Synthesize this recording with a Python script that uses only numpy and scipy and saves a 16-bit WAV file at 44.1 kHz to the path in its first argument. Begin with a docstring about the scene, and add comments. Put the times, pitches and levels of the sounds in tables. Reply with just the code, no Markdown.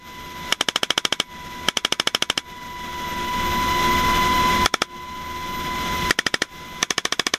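"""In the open door of a helicopter, a heavy machine gun fires five bursts at arm's length from a microphone.
Filtered noise makes the roar and slipstream; drifting sinusoids make the rotor, gear and turbine tones.
Each round is a dispersed impulse round the door frame, with decaying steel modes and a noise echo in the cabin.
The blasts overload the microphone and its gain control ducks at every shot: the helicopter
vanishes in the bursts and swells back in the pauses."""
import sys
import numpy as np
from scipy.fft import rfft, irfft, next_fast_len
from scipy.io import wavfile
from scipy.ndimage import uniform_filter1d, minimum_filter1d, map_coordinates

SR = 44100
rng = np.random.default_rng(int(sys.argv[2]) if len(sys.argv) > 2 else 0)


def wrap_up_sound(samples):
    """Save the sound to the file named by the first command line argument, as 16-bit audio."""
    columns = np.atleast_2d(samples).T
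    # keep every value between -1 and 1, then stretch to whole-number steps
    tamed = np.clip(columns, -1, 1)
    steps = np.round(tamed * 32767).astype(np.int16)
    wavfile.write(sys.argv[1], SR, steps)


N = 325437  # samples


def amp(db):
    """Level definition: decibels to amplitude ratio."""
    return 10 ** (np.asarray(db) / 20)


def unit(x):
    """Power normalisation: scale to rms 1."""
    return x / np.sqrt(np.mean(x ** 2) + 1e-20)


def along(points, hz):
    """Logarithmic pitch scale: (frequency, value) points joined on a log axis."""
    f, v = np.transpose(points)
    return np.interp(np.log(hz + 1), np.log(f + 1), v)


def bell(hz, centre, width):
    """Resonance curve: a Gaussian hump of height 1, width wide at half height."""
    return .5 ** ((2 * (hz - centre) / width) ** 2)


def curve(points):
    """Slow variation: (time, value) points joined linearly, one value per sample."""
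    s, v = np.transpose(points)
    return np.interp(np.arange(N) / SR, s, v)


def wobble(rate):
    """Band-limited fluctuation: a smooth curve through random knots, rate of them a second."""
    knots = rng.standard_normal(int(N * rate / SR) + 4)
    return map_coordinates(knots, [np.arange(N) * rate / SR])


def cycle(hz):
    """Phase accumulation: the running integral of a changing frequency, in radians."""
    return 2 * np.pi * np.cumsum(hz) / SR


def tone(hz, unsteady, flutter_rate=22):
    """Partial coherence: a line of rms 1, a share of which drifts at random in strength and phase."""
    share = np.clip(unsteady, 0, 1)
    drift = (wobble(flutter_rate) + 1j * wobble(flutter_rate)) / np.sqrt(2)
    envelope = np.sqrt(1 - share ** 2) + share * drift
    return unit(np.real(envelope * np.exp(1j * cycle(hz))))


# cabin resonances that colour all diffuse sound: (centre [Hz], width [Hz], level [dB])
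CABIN = [(233, 136, 2.5), (1490, 380, 4), (2340, 610, 2), (2710, 130, -0.5), (3418, 400, 8),
         (4549, 430, -6.5), (6390, 1500, 5)]


def cabin_noise(spectrum):
    """Room coloration: noise of rms 1 whose spectrum is shaped by the cabin modes."""
    m = next_fast_len(N)
    hz = np.fft.rfftfreq(m, 1 / SR)
    cabin_db = sum(db * bell(hz, f, width) for f, width, db in CABIN)
    colour_db = along(spectrum, hz) + cabin_db
    return unit(irfft(rfft(rng.standard_normal(m)) * amp(colour_db), m)[:N])


# slipstream and engine roar, spectral shape: (frequency [Hz], relative level [dB])
ROAR = [(15, -4), (35, 0), (55, -1.5), (80, 0), (110, -9.5), (150, 0), (280, -5), (450, -8), (900, -11.5),
        (2200, -12), (5000, -16), (7800, -26.5), (11000, -28), (13300, -20.5), (15500, -38)]


def roar(blade, level_db=-23):
    """Broadband flow noise: slipstream and engine, modulated by the blades and by random gusts of level."""
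    return amp(level_db + 0.13 * blade + 1.12 * wobble(45)) * cabin_noise(ROAR)


# rotor speed, read as the main gear mesh: (time [s], frequency [Hz])
MESH = [(0, 995), (1.3, 990), (3.15, 988.5), (3.6, 997), (4.25, 1003), (6, 1001), (7.38, 997)]
MESH_HZ = 1002  # mesh frequency at which the rotor and gear tables hold


def main_mesh():
    """Gear kinematics: the mesh frequency follows the rotor speed."""
    return curve(MESH)


# rotor shaft tones: (frequency at MESH_HZ [Hz], level before TONE_LEVEL [dB], unsteady share [0-1])
ROTOR_TONES = [(17.3, -36.5, 0.35), (79.4, -36, 0.2), (163.4, -44, 0.04), (196.7, -40.5, 0.34),
               (240.8, -38, 0.32), (353.4, -34.5, 0.39)]


def blade_beat(speed):
    """Periodic modulation: a sine at the lowest rotor tone."""
    return np.sin(cycle(ROTOR_TONES[0][0] * speed))


def rotor_hum(speed):
    """Rotational noise: low lines locked to the rotor shaft."""
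    return sum(amp(db) * tone(hz * speed, unsteady, flutter_rate=12) for hz, db, unsteady in ROTOR_TONES)


# gearbox lines: (frequency at MESH_HZ [Hz], level before TONE_LEVEL and throb [dB], unsteady share [0-1])
GEAR_TONES = [(709, -46, 0.5), (981, -38, 0.61), (1003, -21.5, 0.14), (1039, -51, 0.97), (1120, -42, 0.7),
              (1230, -53, 0.36), (1405, -42.5, 0.25), (1500, -44.5, 0.3), (1965.5, -42.5, 0.994),
              (2006, -35, 0.78), (2813, -50, 0.26), (2977, -43.5, 0.97), (3014, -39.5, 0.64),
              (3975, -45.5, 0.7), (4020, -43.5, 1)]


def gear_whine(speed, blade):
    """Gear meshing: tooth-contact lines locked to the shaft and throbbing with the blades."""
    whine = np.zeros(N)
    for hz, db, unsteady in GEAR_TONES:
        throb_db = 0.66 * unsteady * blade  # the downwash shakes the unsteady lines most
        whine += amp(db + throb_db) * tone(hz * speed, unsteady, flutter_rate=30)
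    return whine


def accessory_whine(mesh_hz, blade, level_db=-30, ratio=2.034):
    """Gear ratio: a second mesh and its octave, at a fixed multiple of the main mesh."""
    hz = ratio * mesh_hz + 1.83 * wobble(7)  # the engine hunts slightly
    octave = amp(-13) * tone(2 * hz, unsteady=0.21)
    return amp(level_db + 2.6 * blade) * (tone(hz, unsteady=0.13) + octave)


# turbine effort, read as the compressor blade tone: (time [s], frequency [Hz])
COMPRESSOR = [(0, 13330), (.9, 13030), (2.45, 13260), (3.5, 13670), (4.3, 13640), (7.38, 13340)]


def compressor_whistle(level_db=-38):
    """Blade-passing tone: a high line whose frequency follows the turbine and jitters."""
    return amp(level_db) * tone(curve(COMPRESSOR) + 9 * wobble(48), unsteady=0.6, flutter_rate=39)


# gain on the rotor and gear tones: (time [s], level [dB])
TONE_LEVEL = [(0, -2), (2.6, 0), (3.2, 2), (5.1, 3), (6.7, -3.5), (7.38, -10)]


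def helicopter():
    """Superposition: roar, rotor hum, gear whines and whistle, tied to one rotor speed but for the whistle."""
    mesh_hz = main_mesh()
    speed = mesh_hz / MESH_HZ
    blade = blade_beat(speed)
    shaft_tones = amp(curve(TONE_LEVEL)) * (rotor_hum(speed) + gear_whine(speed, blade))
    return roar(blade) + shaft_tones + accessory_whine(mesh_hz, blade) + compressor_whistle()


def add(track, s, sound):
    """Superposition: mix a sound into the track from time s."""
    part = track[round(s * SR):][:len(sound)]
    part += sound[:len(part)]


# trigger pulls: (start [s], rounds, cycle [s], start-up lag [s], belt drag [s per round],
#                 level against an ordinary round [dB], aim [row of DOORWAY])
BURSTS = [(.5242, 10, .06944, .0161, .00067, 0, 0), (1.6855, 10, .07147, .0141, .00068, 0, 0),
          (4.6593, 3, .0774, .0035, 0, 1.5, 1), (6.1073, 5, .0679, .0137, .0031, 0, 2),
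          (6.8279, 8, .0712, .007, 0, -2.2, 3)]


def rounds(ordinary_db=27, lag_left=.4, first_db=4.5, first_left=0.21, scatter_db=0.8):
    """Firing rhythm: (s, dB, aim) of rounds that open loud and slow, speed up, then meet belt drag."""
    fired = []
    for s, number, cycle_s, lag_s, drag_s, db, aim in BURSTS:
        for k in range(round(number)):
            opening_db = first_db * first_left ** k
            level_db = ordinary_db + db + opening_db + rng.normal(0, scatter_db)
            fired.append((s, level_db, round(aim)))
            s += cycle_s + lag_s * lag_left ** k + drag_s * k
    return fired


# cabin reverberation and clash of the bolt, spectral shape: (frequency [Hz], relative level [dB])
ECHO = [(30, -6.5), (100, -5), (350, 5.5), (500, 2), (850, -1.5), (1150, 6), (2500, 2.5), (5000, -0.5),
        (7500, -7.5), (11000, -10), (15500, -25)]


def bolt_closing(t, rise_s=0.001):
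    """Finite contact time: the bolt's excitation rises exponentially."""
    return 1 - np.exp(-t / rise_s)


def diffuse_sound(fired, t, bolt_s, feed_s=.009, echo_t60=0.092):
    """Energy addition: belt feed, bolt clash and cabin echo sum as decaying powers on one noise."""
    power = np.zeros(N)
    for s, _, _ in fired:
        add(power, s - feed_s, amp(-17.5 - 60 * t / .06) ** 2)
        add(power, s - bolt_s, (bolt_closing(t) * amp(-4 - 60 * t / 0.06)) ** 2)
        add(power, s, amp(6 - 60 * t / echo_t60) ** 2)
    return np.sqrt(power) * cabin_noise(ECHO)


# steel receiver modes before random scatter: (frequency [Hz], level [dB], t60 [s])
RECEIVER = [(1455, -19, 0.096), (2246, -11, 0.16), (3380, -9, 0.127), (3620, -1, 0.066), (5280, -4, 0.057),
            (6400, -8, 0.06)]


def receiver_ring(t):
    """Modal vibration: the bolt excites exponentially decaying modes of the steel."""
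    ring = np.zeros(len(t))
    for hz, db, t60 in RECEIVER:
        decay = amp(db + rng.normal(0, 3.02) - 60 * t / t60)
        ring += decay * np.sin(2 * np.pi * hz * rng.normal(1, 0.0082) * t)
    return bolt_closing(t) * ring


# bands the doorway reinforces, a row per aim of the gun: (centre [Hz], width [Hz], relative level [dB])
DOORWAY = [
    [(330, 227, 17), (637, 329, 16), (908, 130, 16.5), (1315, 272, 21.5), (1705, 213, 21),
     (2245, 115, 21.5), (3136, 445, 26), (5180, 140, 19), (5790, 510, 16)],
    [(363, 284, 23.5), (716, 290, 21.5), (1324, 190, 27.5), (1810, 210, 23), (2280, 180, 24),
     (2740, 165, 4.5), (3370, 200, 26), (5200, 920, 15.5), (5900, 640, 17)],
    [(370, 270, 23), (790, 355, 17.5), (1380, 170, 24), (1840, 214, 29), (2266, 77, 24), (2785, 250, 18),
     (3180, 237, 24), (4940, 256, 21), (5870, 420, 18.5)],
    [(370, 216, 19.5), (712, 94, 17.5), (1140, 180, 22), (1800, 166, 23), (2266, 104, 22), (2800, 280, 6),
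     (3320, 540, 20.5), (5020, 320, 18), (5835, 610, 19.5)],
]
# bare muzzle blast, spectral shape: (frequency [Hz], relative level [dB])
BLAST = [(25, -20.5), (80, 6.5), (200, 14), (600, 9.5), (1000, 0), (2500, 12.5), (4000, 13), (6500, 7.5),
         (8000, 3.5), (12000, -2.5), (15500, -10)]


def blast(lateness, aim, spread_s=0.0032, length_s=0.0049, crest_db=7.5, crack_db=-3, crack_hz=3000,
          patchy_db=3.5, count=48, size=2048):
    """Dispersion: the wave rings the doorway and each band arrives up to spread_s after the direct crack."""
    hz = np.fft.rfftfreq(size, 1 / SR)
    treble = 1 - 1 / (1 + (hz / crack_hz) ** 4)
    doorway_power = sum(amp(db) ** 2 * bell(hz, f, width) for f, width, db in DOORWAY[aim])
    colour = np.sqrt(amp(along(BLAST, hz)) ** 2 + doorway_power)
    patches = np.interp(hz, np.linspace(0, SR / 2, count), rng.standard_normal(count))
    colour = colour * amp(patchy_db * treble ** 2 * patches)  # no two cracks are alike
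    # minimum phase from the cepstrum: nothing rings before it is struck
    cepstrum = irfft(np.log(colour))
    ringing = np.imag(rfft(2 * cepstrum[:size // 2], size))
    # the phase is the integral of the group delay
    delay_s = spread_s * np.interp(hz, np.linspace(0, SR / 2, len(lateness)), np.clip(lateness, 0, 1))
    travel = 2 * np.pi * np.cumsum(delay_s) * SR / size
    direct = amp(crack_db) * treble
    arrivals = (direct + np.exp(-1j * travel)) / np.sqrt(1 + direct ** 2)
    wave = irfft(colour * np.exp(1j * ringing) * arrivals)[:size // 2]
    # fixed energy: rms -crest_db if spread over length_s
    return amp(-crest_db) * wave * np.sqrt(length_s * SR / np.sum(wave ** 2))


def gun(count=36, change=0.14, bolt_s=.003):
    """Event sequence: in each round the belt feeds, the bolt slams home, the muzzle blasts, the cabin rings."""
    shots = np.zeros(N)
    t = np.arange(SR // 4) / SR
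    fired = rounds()
    paths = rng.random((len(DOORWAY), count))  # shared by all rounds at one aim, before small changes
    paths[:, 0] = 0  # the low push comes nearly straight from the muzzle
    for s, db, aim in fired:
        lateness = paths[aim] + change * rng.standard_normal(count)
        add(shots, s, amp(db) * blast(lateness, aim))
        add(shots, s - bolt_s, receiver_ring(t))
    return shots + diffuse_sound(fired, t, bolt_s)


def scene():
    """Superposition: helicopter and gun at the microphone."""
    return (helicopter() + gun())[None]


def release(cut_db, db_per_s, start_db):
    """Peak holding: a gain cut that follows every rise at once and lets go at a steady rate."""
    ramp = db_per_s * np.arange(N) / SR
    return np.maximum.accumulate(np.maximum(cut_db + ramp, start_db)) - ramp


def gain_control(x, ceiling_db=-5.5, ahead_s=0.003, hold_s=0.051, slow_below_db=9, knee_db=3.5):
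    """Look-ahead limiting: part of each cut lets go quickly, the rest over more than a second."""
    over_db = 20 * np.log10(np.abs(x) + 1e-6) - ceiling_db
    ahead, span = int(ahead_s * SR), int((ahead_s + hold_s) * SR)
    padded = np.pad(over_db, (span, span), mode="edge")
    held_db = -minimum_filter1d(-padded, span)[span // 2 + ahead:][:N]  # running maximum
    quick_db = release(held_db, db_per_s=153.5, start_db=28)
    slow_db = release(held_db - slow_below_db, db_per_s=14.5, start_db=20.0)
    cut_db = knee_db * np.logaddexp(0, np.maximum(quick_db, slow_db) / knee_db)  # soft knee
    return x * uniform_filter1d(amp(-cut_db), size=64)


def record(dry, overload_db=24.0, hardness=3, dull_hz=11500, top_hz=15600):
    """Saturation and band limiting: the microphone overloads, the gain ducks, treble softens, the top is cut."""
    squashed = dry[0] / (1 + np.abs(dry[0] / amp(overload_db)) ** hardness) ** (1 / hardness)
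    m = next_fast_len(N + SR // 2)
    hz = np.fft.rfftfreq(m, 1 / SR)
    treble = 1 / np.sqrt(1 + (hz / dull_hz) ** 4)
    low_pass = 1 / (1 + (hz / top_hz) ** 80)
    return irfft(rfft(gain_control(squashed), m) * treble * low_pass, m)[None, :N]


dry = scene()
out = record(dry)
wrap_up_sound(out)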